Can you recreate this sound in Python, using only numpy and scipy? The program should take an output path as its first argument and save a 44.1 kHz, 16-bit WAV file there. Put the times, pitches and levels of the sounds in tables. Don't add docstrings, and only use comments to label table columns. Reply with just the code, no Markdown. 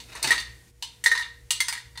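import sys
import numpy as np
from scipy import signal
from scipy.fft import rfft, irfft, next_fast_len
from scipy.io import wavfile
from scipy.ndimage import map_coordinates

SR = 44100
rng = np.random.default_rng(int(sys.argv[2]) if len(sys.argv) > 2 else 0)


def wav_record(signal):
    frames = np.transpose(np.atleast_2d(signal))
    bounded = np.clip(frames, -1, 1)
    quanta = np.round(bounded * 32767).astype(np.int16)
    wavfile.write(sys.argv[1], SR, quanta)


N = 88200

# (time [s], overall level [dB], cup note [Hz], favoured wall pitch [Hz],
# then relative levels of thud, low knock, cup note, upper knock, middle and treble, all [dB])
CONTACTS = [(0.001, -32.5, 1906, 3770, -30, -11.5, -18, -8, -4.5, -16.5),
            (0.1512, -27, 1810, 2650, -1, -3.5, -17, -30, -13, -15.5),
            (0.158, -29, 1920, 3790, -32.5, -8.5, -9.5, -21, -20, -32),
            (0.2272, -14.5, 2215, 8306, -38, -30, -20.5, -33, -9.5, -9.5),
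            (0.2424, -13, 1900, 4426, -16, -10.5, -17.5, -16, -16.5, -17),
            (0.2732, -10.5, 2020, 5382, -13, -45, -18, -18, -11.5, -17),
            (0.3059, -3, 1876, 3666, -19, -27, -7.5, -20.5, -21.5, -20.5),
            (0.317, -17, 1852, 3945, -27, -5, 1, -5, -7, -21),
            (0.3232, -8, 1857, 3724, -29, -20.5, -12, -26, -17, -23),
            (0.3441, -18, 1680, 3520, -1, -44, -15, -19, -32, -20),
            (0.3781, -16.5, 1880, 4510, -18.5, -39, -8, -14, -12, -21.5),
            (0.3995, -20, 1830, 3715, -19, -55, -35, -23, -13, -16.5),
            (0.824, -15, 1770, 3030, -49, -17, -30, -15, -13.5, -18.5),
            (1.039, -10, 1896, 8910, -46, -27.5, -17, -20, -21, -14),
            (1.06, 0.5, 1867, 3740, -54, -23.5, -8, -27, -18.5, -24),
            (1.1149, -4.5, 1856, 3870, -38, -27.5, -10, -23, -22.5, -27.5),
            (1.1507, -8, 1854, 3940, -44, -20.5, -16, -28, -22, -31),
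            (1.1752, -10, 1879, 3920, -56, -24.5, -11, -31.5, -17.5, -27),
            (1.1941, -21.5, 1866, 3950, -58, -12, -3.5, -28, -17, -17.5),
            (1.2095, -23, 1826, 3600, -33, -19, -4.5, -20.5, -14, -20.5),
            (1.2235, -22.5, 1813, 3706, -23, -17, -17, -12, -10, -44),
            (1.247, -27.5, 1870, 3800, -39, -13.5, -8, -20, -19, -26),
            (1.5056, -5.5, 1867, 7680, -29.5, -21.5, -25, -13, -14, -14),
            (1.6031, -8.5, 2097, 3366, -29, -22, -8.5, -20.5, -14.5, -12.5),
            (1.6825, -16, 1875, 5005, -26, -10.5, -12, -12.5, -11, -9),
            (1.725, -20.5, 2170, 9160, -26, -6.5, -9, -11, -11.5, -10),
            (1.751, -27.5, 1875, 3500, -40, -13.5, -7.5, -14, -9, -18),
            (1.777, -26.5, 1883, 3660, -47, -39, -6, -17, -17, -16.5),
            (1.9552, -37, 1932, 4700, -45, -10.5, -7.5, -19, -12.5, -26),
            (1.9745, -24.5, 1910, 4240, -42, -9.5, -14, -15.5, -10, -17.5)]
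BAND_HZ = [400, 1000, 1400, 2000, 2850, 4200, 8500, 14000]
# (frequency [Hz], gain [dB])
PLASTIC_COLOUR = [(150, -26), (270, 1.5), (680, -17), (960, -0.5), (1250, -0.5), (1600, 2), (2000, 9),
                  (2600, 0), (3800, 4.5), (5400, -0.5), (7000, 0.5), (9300, 4), (10500, 0)]
# (nominal frequency [Hz], relative level [dB], decay by 60 dB [s])
WALL_MODES = [(955.4, -0.5, 0.04), (2848, 1, 0.027), (3630, -5, 0.085), (4066, 2, 0.024), (4437, 3, 0.027),
              (5060, -6, 0.029), (5835, -5, 0.044), (6253, 0.5, 0.035), (8400, 2.5, 0.0083),
              (9270, 0, 0.034)]
# (frequency [Hz], relative level [dB], decay by 60 dB [s])
LOWER_CUP_MODES = [(470, -29.5, .15), (1283, -16.5, 0.072), (1583, -14, 0.078)]
# (time [s], relative level [dB])
RUB_LEVEL = [(0, -46.5), (.08, -61), (.1, -40.5), (.14, -45), (.17, -41), (.22, -42), (.25, -33.5),
             (.34, -37.5), (.4, -44.5), (.45, -78.5)]
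# (frequency [Hz], relative level [dB])
RUB_SPECTRUM = [(180, -36.5), (300, -13.5), (650, -13.5), (960, -11), (1300, -12.5), (1850, -10),
                (2250, -12.5), (2700, -4.5), (3250, -23.5), (3650, -9), (4300, -12.5), (8500, -23),
                (16000, -40)]
# (frequency [Hz], decay by 60 dB [s])
ROOM_DECAY = [(300, 0.14), (1000, 0.4), (1900, 0.45), (4000, .4), (8000, 0.32), (15000, 0.16)]
# (time [s], level [dB])
LOW_LEVEL = [(0.0, -51.5), (0.46, -51.5), (0.53, -49), (0.61, -58), (1.26, -56.5), (1.31, -51.5),
             (1.41, -53), (1.47, -52), (1.73, -57.5), (2.0, -50.5)]
# (frequency [Hz], relative level [dB])
RUMBLE_SPECTRUM = [(30, -36.5), (45, 7), (58, 2), (85, -2), (120, -2), (180, -21.5), (250, -64.5)]
# (frequency [Hz], level over the swells [dB], waver depth [scale factor])
HUM_TONES = [(61.3, -1.5, 0.82), (119, -3, 0.34), (477, -14, 0.7)]
# (time [s], level [dB])
HISS_LEVEL = [(0, -54.5), (.6, -58.5), (.7, -59.5), (.72, -69), (.81, -64.5), (.84, -60.5), (1.45, -62),
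              (2, -61)]
# (frequency [Hz], relative level [dB])
HISS_SPECTRUM = [(88, -38), (150, -5.5), (398, -10), (520, -14.5), (1260, -19.5), (1980, -14),
                 (2810, -18.5), (8900, -17.5), (16000, -27.5)]

CRACK_DB, CRACK_T60_S, CONTACT_RISE_S = 5, 0.062, 0.0011
TOP_UNDER_TREBLE_DB = -11.5
VALLEY_DB = 3.5
CRACK_AT_CUP_DB = 5
WALLS_DB, WALL_SCATTER_DB, WALL_DETUNE = -2, 2, 0.01
FAVOUR_DB, FAVOUR_T60_S = 4.5, 0.039
CUP_DB, CUP_T60_S, CUP_RISE_S = -4.5, 0.071, 0.0011
CUP_TWIN_DB, CUP_TWIN_RATIO = -8.5, 1.045
CUP_DRY_DB = 3
LINGER_DB, LINGER_T60_S = -17, 0.41
LINGER_HZ, LINGER_SPREAD_HZ = 1846, 32
LINGER_WIDTH = 0.013
RUB_DB, RUB_TICKS_PER_S, RUB_SIZE_DB = -3.5, 170, 4
THUMP_S, THUMP_HZ, THUMP_DB, THUMP_T60_S, THUMP_RISE_S = 0.243, 133, -32, 0.17, 0.0091
RUMBLE_DB = -4.5
ROOM_DB, ROOM_RISE_S = -2.5, 0.0044
EARLY_DB, EARLY_T60_S = 7, 0.071
TOP_HZ = 15750


def knocks():
    out = np.zeros(N + 2 * SR)
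    for time, level_db, cup_hz, favour_hz, *levels in CONTACTS:
        one = amp(level_db) * knock(cup_hz, favour_hz, levels)
        start = round(time * SR)
        out[start:start + len(one)] += one
    return out[:N]


def knock(cup_hz, favour_hz, levels):
    t = np.arange(SR // 2) / SR
    colour = contact_colour(levels)
    cup_db = levels[2]
    ring = amp(CUP_DB + cup_db) * cup_ring(t, cup_hz)
    out = room(crack(t, colour) + wall_ring(t, favour_hz, colour) + ring)
    out[:len(ring)] += amp(CUP_DRY_DB) * ring
    return out


def contact_colour(levels):
    thud, low, cup_db, upper, middle, treble = levels
    near_cup = min(cup_db, (low + upper) / 2 + CRACK_AT_CUP_DB)
    valley = min(low, near_cup) + VALLEY_DB
    top = treble + TOP_UNDER_TREBLE_DB
    return list(zip(BAND_HZ, [thud, low, valley, near_cup, upper, middle, treble, top]))


def crack(t, colour):
    noise = rng.standard_normal(len(t))
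    coloured = filtered(noise, lambda hz: amp(along(colour, hz) + along(PLASTIC_COLOUR, hz)))
    return amp(CRACK_DB) * coloured * dying(t, CRACK_T60_S, CONTACT_RISE_S)


def wall_ring(t, favour_hz, colour):
    modes = WALL_MODES + [(favour_hz, FAVOUR_DB, FAVOUR_T60_S)]
    out = np.zeros(len(t))
    for hz, db, t60 in modes:
        level_draw, pitch_draw = rng.standard_normal(2)
        level = amp(WALLS_DB + db + along(colour, hz) + WALL_SCATTER_DB * level_draw)
        tone = np.sin(2 * np.pi * hz * (1 + WALL_DETUNE * pitch_draw) * t)
        out += level * dying(t, t60, CONTACT_RISE_S) * tone
    return out


def cup_ring(t, cup_hz):
    note = np.sin(2 * np.pi * cup_hz * t)
    twin = amp(CUP_TWIN_DB) * np.sin(2 * np.pi * cup_hz * CUP_TWIN_RATIO * t)
    cup = (note + twin) * dying(t, CUP_T60_S, CUP_RISE_S)

    near = np.exp(-(np.log(cup_hz / LINGER_HZ) / LINGER_WIDTH) ** 2)
    narrow = lambda hz: np.exp(-((hz - LINGER_HZ) / LINGER_SPREAD_HZ) ** 2)
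    beating = unit(filtered(rng.standard_normal(len(t)), narrow))
    linger = amp(LINGER_DB) * beating * dying(t, LINGER_T60_S, CUP_RISE_S)

    lower = sum(amp(db) * np.sin(2 * np.pi * hz * t) * dying(t, t60, CUP_RISE_S)
                for hz, db, t60 in LOWER_CUP_MODES)
    return cup + near * (linger + lower)


def rubbing():
    t = np.arange(N) / SR
    struck = rng.random(N) < RUB_TICKS_PER_S / SR
    ticks = struck * amp(RUB_SIZE_DB * rng.standard_normal(N))
    grain_shape = amp(-60 * t[:800] / 0.14)
    grains = signal.fftconvolve(ticks, grain_shape)[:N] * rng.standard_normal(N)
    grains = unit(filtered(grains, lambda hz: amp(along(RUB_SPECTRUM, hz))))
    level = amp(np.interp(t, *np.transpose(RUB_LEVEL), right=-120))
    return room(amp(RUB_DB) * level * grains)[:N]


def thump():
    t = np.clip(np.arange(N) / SR - THUMP_S, 0, None)
    return amp(THUMP_DB) * dying(t, THUMP_T60_S, THUMP_RISE_S) * np.sin(2 * np.pi * THUMP_HZ * t)


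def room(x):
    hz, t, bins = signal.stft(rng.standard_normal(SR // 2), SR, nperseg=256)
    fading = amp(-60 * t / along(ROOM_DECAY, hz)[:, None])
    tail = signal.istft(bins * fading, SR, nperseg=256)[1]
    t = np.arange(len(tail)) / SR
    early = amp(EARLY_DB - 60 * t / EARLY_T60_S)
    tail = tail * (1 - np.exp(-t / ROOM_RISE_S)) * (1 + early)
    answer = signal.fftconvolve(x, tail / np.linalg.norm(tail))
    return np.pad(x, (0, len(tail) - 1)) + amp(ROOM_DB) * answer


def background():
    t = np.arange(N) / SR
    low_level = amp(np.interp(t, *np.transpose(LOW_LEVEL)))
    low = low_level * (amp(RUMBLE_DB) * shaped_noise(RUMBLE_SPECTRUM) + hum(t))
    hiss_level = amp(np.interp(t, *np.transpose(HISS_LEVEL)))
    return low + hiss_level * shaped_noise(HISS_SPECTRUM)


def hum(t):
    out = np.zeros(len(t))
    for hz, db, waver in HUM_TONES:
        level = amp(db + 2 * waver * wobble(8))
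        phase = waver * wobble(2.7)
        out += level * np.sin(2 * np.pi * hz * t + phase)
    return out


def shaped_noise(spectrum):
    return unit(filtered(rng.standard_normal(N), lambda hz: amp(along(spectrum, hz))))


def dying(t, t60, rise):
    return amp(-60 * t / t60) * (1 - np.exp(-t / rise))


def wobble(rate):
    knots = rng.standard_normal(int(N * rate / SR) + 4)
    return map_coordinates(knots, [np.arange(N) * rate / SR])


def filtered(x, response):
    m = next_fast_len(len(x) + 4096)
    return irfft(rfft(x, m) * response(np.fft.rfftfreq(m, 1 / SR)), m)[:len(x)]


def along(points, hz):
    f, v = np.transpose(points)
    return np.interp(np.log(hz + 1), np.log(f + 1), v)


def unit(x):
    return x / np.sqrt(np.mean(x ** 2) + 1e-20)


def amp(db):
    return 10 ** (np.asarray(db) / 20)


def scene():
    return (knocks() + rubbing() + thump() + background())[None]


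def record(dry):
    return filtered(dry[0], lambda hz: 1 / (1 + (hz / TOP_HZ) ** 150))[None]


dry = scene()
out = record(dry)
wav_record(out)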